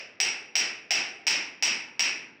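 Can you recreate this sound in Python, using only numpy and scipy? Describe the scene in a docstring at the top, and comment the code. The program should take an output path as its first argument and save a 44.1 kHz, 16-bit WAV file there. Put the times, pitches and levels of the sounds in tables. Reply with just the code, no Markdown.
"""A steel hammer drives a nail through a plastic wall strip into masonry, nearly three blows a second. Each
blow is a sharp crack with a short ring of steel and a knock from the nail. Near walls slap it back, the struck
wall hums a hollow note, and the bare room reverberates, its mids swelling late and its bass lasting longest.
Underneath lies a quiet bed of building air."""
import sys
import numpy as np
from scipy import signal
from scipy.fft import rfft, irfft, next_fast_len
from scipy.io import wavfile
from scipy.ndimage import map_coordinates

SR = 44100
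rng = np.random.default_rng(int(sys.argv[2]) if len(sys.argv) > 2 else 0)


def wrap_up_sound(samples):
    """Save the sound to the file named by the first command line argument, as 16-bit audio."""
    columns = np.atleast_2d(samples).T
    # keep every value between -1 and 1, then stretch to whole-number steps
    tamed = np.clip(columns, -1, 1)
    steps = np.round(tamed * 32767).astype(np.int16)
    wavfile.write(sys.argv[1], SR, steps)


N = 105840
T = np.arange(SR) / SR  # time since a blow [s]
HZ = np.fft.rfftfreq(SR, 1 / SR)  # frequencies of one blow

# Hammer blows, the first heard only as a dying tail: (time [s], level [dB], direct crack trim [dB],
# ring trim [dB], treble trim [dB], knock pitch [Hz], knock trim [dB], wall pitch [Hz])
BLOWS = [(-.152, -27.5, -2, -6.5, -1, 602, 9.5, 457), (0.2019, -24, 3, 2, -1, 793, 4, 410),
         (0.5546, -23, 0.5, -2.5, -0.5, 697, 0, 405), (0.9073, -22, -1.5, -2, -1.5, 725, 8, 383),
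         (1.268, -21.5, -3.5, -6.5, 0, 910, 2.5, 324), (1.625, -22, -1.5, -2, -0.5, 894, 4, 283),
         (1.9945, -22.5, 0, -3, -1.5, 914, 0, 292)]
# Tone colour of the crack: (frequency [Hz], relative level [dB])
CRACK_COLOUR = [(25, -62), (70, -53.5), (250, -28), (600, -24), (850, -13.5), (1150, -23.5), (1550, -16),
                (2000, -6), (2700, -1.5), (3000, -2.5), (3300, -10), (4400, -11.5), (4950, -1.5), (5600, 2),
                (6050, -8), (6350, -16), (7900, -16), (8800, -26.5), (11500, -38), (16000, -47.5)]
# Parts of each blow's treble land slightly late: (frequency [Hz], delay [s])
TREBLE_LAG = [(1500, 0), (3000, 0.00094), (5500, 0), (8000, 0.001)]
# Modes of hammer head and nail, one list per column: (pitch [Hz], 60 dB decay [s], level [dB])
STEEL_HZ = [2127, 2268, 2450, 2630, 2750, 2955, 4923, 5126, 5590, 5648, 6047, 7740, 8081]
STEEL_T60 = [.75, .75, .72, .65, .65, .6, .45, .43, .38, .42, .4, .32, .37]
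STEEL_DB = [-23.5, -16.5, -20.5, -9, -14, -19.5, -10, -15, -2, 0, -13, -16.5, -14]
# Slaps off the nearest walls and the ceiling, one list per column: (delay [s], level [dB])
ECHO_S = [.0063, .0120, .0133, .0182, .058]
ECHO_DB = [12.3, 22.6, 7.9, 9.8, 6.5]
# Reverb time of the bare room: (frequency [Hz], 60 dB decay [s])
ROOM_T60 = [(100, 0.8), (300, 2.3), (800, 0.42), (1500, 0.76), (2500, 0.44), (4000, 0.39), (5500, 0.41),
            (7500, 0.34), (10000, 0.3), (15000, 0.26)]
# Tone colour of the room's late swell: (frequency [Hz], relative level [dB])
SWELL_COLOUR = [(40, -54), (80, -14.5), (125, -10.5), (220, -3.5), (380, -3), (580, -4.5), (1100, -3.5),
                (1600, 1.5), (2600, 13), (3300, -7.5), (4500, -33), (8000, -77)]
# Tone colour of the building's air: (frequency [Hz], relative level [dB])
AIR_COLOUR = [(25, -25), (55, -8), (120, 4), (330, 7.5), (700, -3.5), (2000, -1.5), (5000, -18.5),
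              (8000, -56.5), (15000, -66)]


def hammer(lead_s=.004):
    """Every blow with its room sound, each with its own loudness and brightness."""
    out = np.zeros(N)
    shared_wash = reflections()
    shelf = along([(2800, 0), (5000, 1)], HZ)
    # lead_s of silence ahead of each blow keeps its attack whole
    lag = np.exp(-2j * np.pi * np.cumsum(along(TREBLE_LAG, HZ) + lead_s))
    fade_out = np.clip((T[-1] - 2 * lead_s - T) * 10, 0, 1)
    for start_s, db, direct_db, ring_db, treble_db, knock_hz, knock_db, wall_hz in BLOWS:
        hit = crack(direct_db) + amp(ring_db) * steel_ring() + amp(knock_db) * nail_knock(knock_hz)
        tail = wall_note(wall_hz) + reverb(shared_wash) + late_swell()
        spectrum = rfft(fade_out * (hit + tail)) * amp(db + treble_db * shelf)
        add(out, irfft(spectrum * lag), start_s - lead_s)
    return out


def crack(trim_db, tilt_db_per_octave=-1.5):
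    """The contact pulse and its first echoes, duller the further they travel."""
    near_db = contact_colour() + tilt_db_per_octave * np.log2((HZ + 100) / 3000)
    dulling_db_per_s = 150.5 * (HZ / 10000) ** 2
    out = amp(24 + trim_db) * click(amp(near_db))
    for delay, db in zip(ECHO_S, ECHO_DB):
        echo = click(amp(near_db - dulling_db_per_s * delay))
        add(out, amp(db + rng.normal()) * echo, delay + rng.normal(0, 1e-4))
    return out


def contact_colour(sheen_hz=15300, width_hz=430, sheen_db=31):
    """The contact's spectrum in dB, topped with sheen from a broad, very high steel resonance."""
    return along(CRACK_COLOUR, HZ) + sheen_db / (1 + ((HZ - sheen_hz) / width_hz) ** 2)


def steel_ring(attack_s=.0042, waver_depth=.45, wavers_per_s=45):
    """Hammer head and nail ring in modes that waver as their reflections overlap."""
    out = np.zeros(SR)
    for hz, db, t60 in zip(STEEL_HZ, STEEL_DB, STEEL_T60):
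        knots = rng.standard_normal((2, 128))
        real, imag = (map_coordinates(row, [T * wavers_per_s], mode="mirror") for row in knots)
        waver = 1 + waver_depth * (real + 1j * imag)  # moves both level and phase
        tone = np.exp(2j * np.pi * (hz * T + rng.random()))
        out += decay(db + rng.normal(), t60) * np.real(waver * tone)
    return out * attack(attack_s)


def nail_knock(hz):
    """The nail's short bending note as it is struck, and its blur lingering in the room."""
    note = decay(db=-15, t60=.047) * attack(1 / hz) * np.sin(2 * np.pi * hz * T)
    lingering = decay(db=-27, t60=.97) * attack(.0062) * blurred_note(hz, width_hz=111)
    return note + lingering


def wall_note(hz):
    """The wall's hollow note builds slowly and lingers."""
    return decay(db=-23.5, t60=1.005) * attack(.054) * blurred_note(hz, width_hz=83.4)


def blurred_note(hz, width_hz):
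    """A note smeared by the room into narrow noise of rms 1."""
    band = 1 / (1 + ((HZ - hz) / width_hz) ** 4)
    return unit(irfft(rfft(rng.standard_normal(SR)) * band))


def reverb(shared_wash, shared_part=.47, hold_s=.08, hold_below_hz=7230):
    """The room's wash, partly alike on every blow, holds briefly; then each band dies at its own pace."""
    wash = np.sqrt(shared_part) * shared_wash + np.sqrt(1 - shared_part) * reflections()
    hz, t, bands = signal.stft(wash, SR, nperseg=256)
    hold = hold_s / (1 + (hz[:, None] / hold_below_hz) ** 4)  # the top end starts dying at once
    decay_age = np.cbrt(t ** 3 + hold ** 3) - hold
    envelope = amp(-60 * decay_age / along(ROOM_T60, hz)[:, None])
    return amp(-2.5) * signal.istft(bands * envelope, SR, nperseg=256)[1][:SR]


def reflections(first_per_s=900, thicken_s=.027):
    """Random copies of the crack start sparse and crowd together, at a steady rms near 1."""
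    chance = np.clip(first_per_s * (1 + (T / thicken_s) ** 2) / SR, 0, 1)
    polarity = np.sign(rng.standard_normal(SR))
    spikes = polarity * (rng.random(SR) < chance) / np.sqrt(chance)
    return signal.fftconvolve(spikes * attack(.00033), click(amp(contact_colour())))[:SR]


def late_swell(peak_s=.072, log_width=.46):
    """The body of the blow returns from the far room and blooms after the crack."""
    power = np.exp(-.5 * (np.log((T + 1e-6) / peak_s) / log_width) ** 2)
    return amp(-9.5) * np.sqrt(power) * noise(SWELL_COLOUR, SR)


def building_air():
    """Room tone: the steady, quiet murmur of the building's air."""
    return amp(-60.5) * noise(AIR_COLOUR, N)


def amp(db):
    """Decibels to gain."""
    return 10 ** (np.asarray(db) / 20)


def attack(seconds):
    """An envelope rising from 0 towards 1 with this time constant."""
    return 1 - np.exp(-T / seconds)


def decay(db, t60):
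    """An envelope starting at db and falling 60 dB every t60 seconds."""
    return amp(db - 60 * T / t60)


def unit(x):
    """Scale to rms 1."""
    return x / np.sqrt(np.mean(x ** 2) + 1e-20)


def along(points, hz):
    """Read a curve of (frequency [Hz], value) points on a log frequency axis."""
    freqs, values = np.transpose(points)
    return np.interp(np.log(hz + 1), np.log(freqs + 1), values)


def noise(colour, size):
    """Coloured noise of rms 1."""
    gain = amp(along(colour, np.fft.rfftfreq(size, 1 / SR)))
    return unit(irfft(rfft(rng.standard_normal(size)) * gain, size))


def click(gain):
    """The tightest causal (minimum-phase) pulse with this spectral shape, of energy 1."""
    cepstrum = irfft(np.log(np.maximum(gain, 1e-6)))
    cepstrum[1:SR // 2] *= 2
    cepstrum[SR // 2 + 1:] = 0
    pulse = irfft(np.exp(rfft(cepstrum)))
    return pulse / np.linalg.norm(pulse)


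def add(out, x, start_s):
    """Mix x into out at start_s, trimming any overhang."""
    i = round(start_s * SR)
    part = x[max(-i, 0):max(len(out) - i, 0)]
    out[max(i, 0):][:len(part)] += part


def scene():
    """The hammering over the room tone, in mono."""
    return (hammer() + building_air())[None]


def record(dry, low_cut_hz=75.4, high_cut_hz=15900):
    """A small microphone loses the deep bass; a steep high cut takes off the very top."""
    size = next_fast_len(N + SR // 2)
    high_cut = 1 / (1 + (np.fft.rfftfreq(size, 1 / SR) / high_cut_hz) ** 150)
    thinned = signal.sosfilt(signal.butter(1, low_cut_hz, "high", fs=SR, output="sos"), dry)
    return irfft(rfft(thinned, size) * high_cut, size)[..., :N]


dry = scene()
out = record(dry)
wrap_up_sound(out)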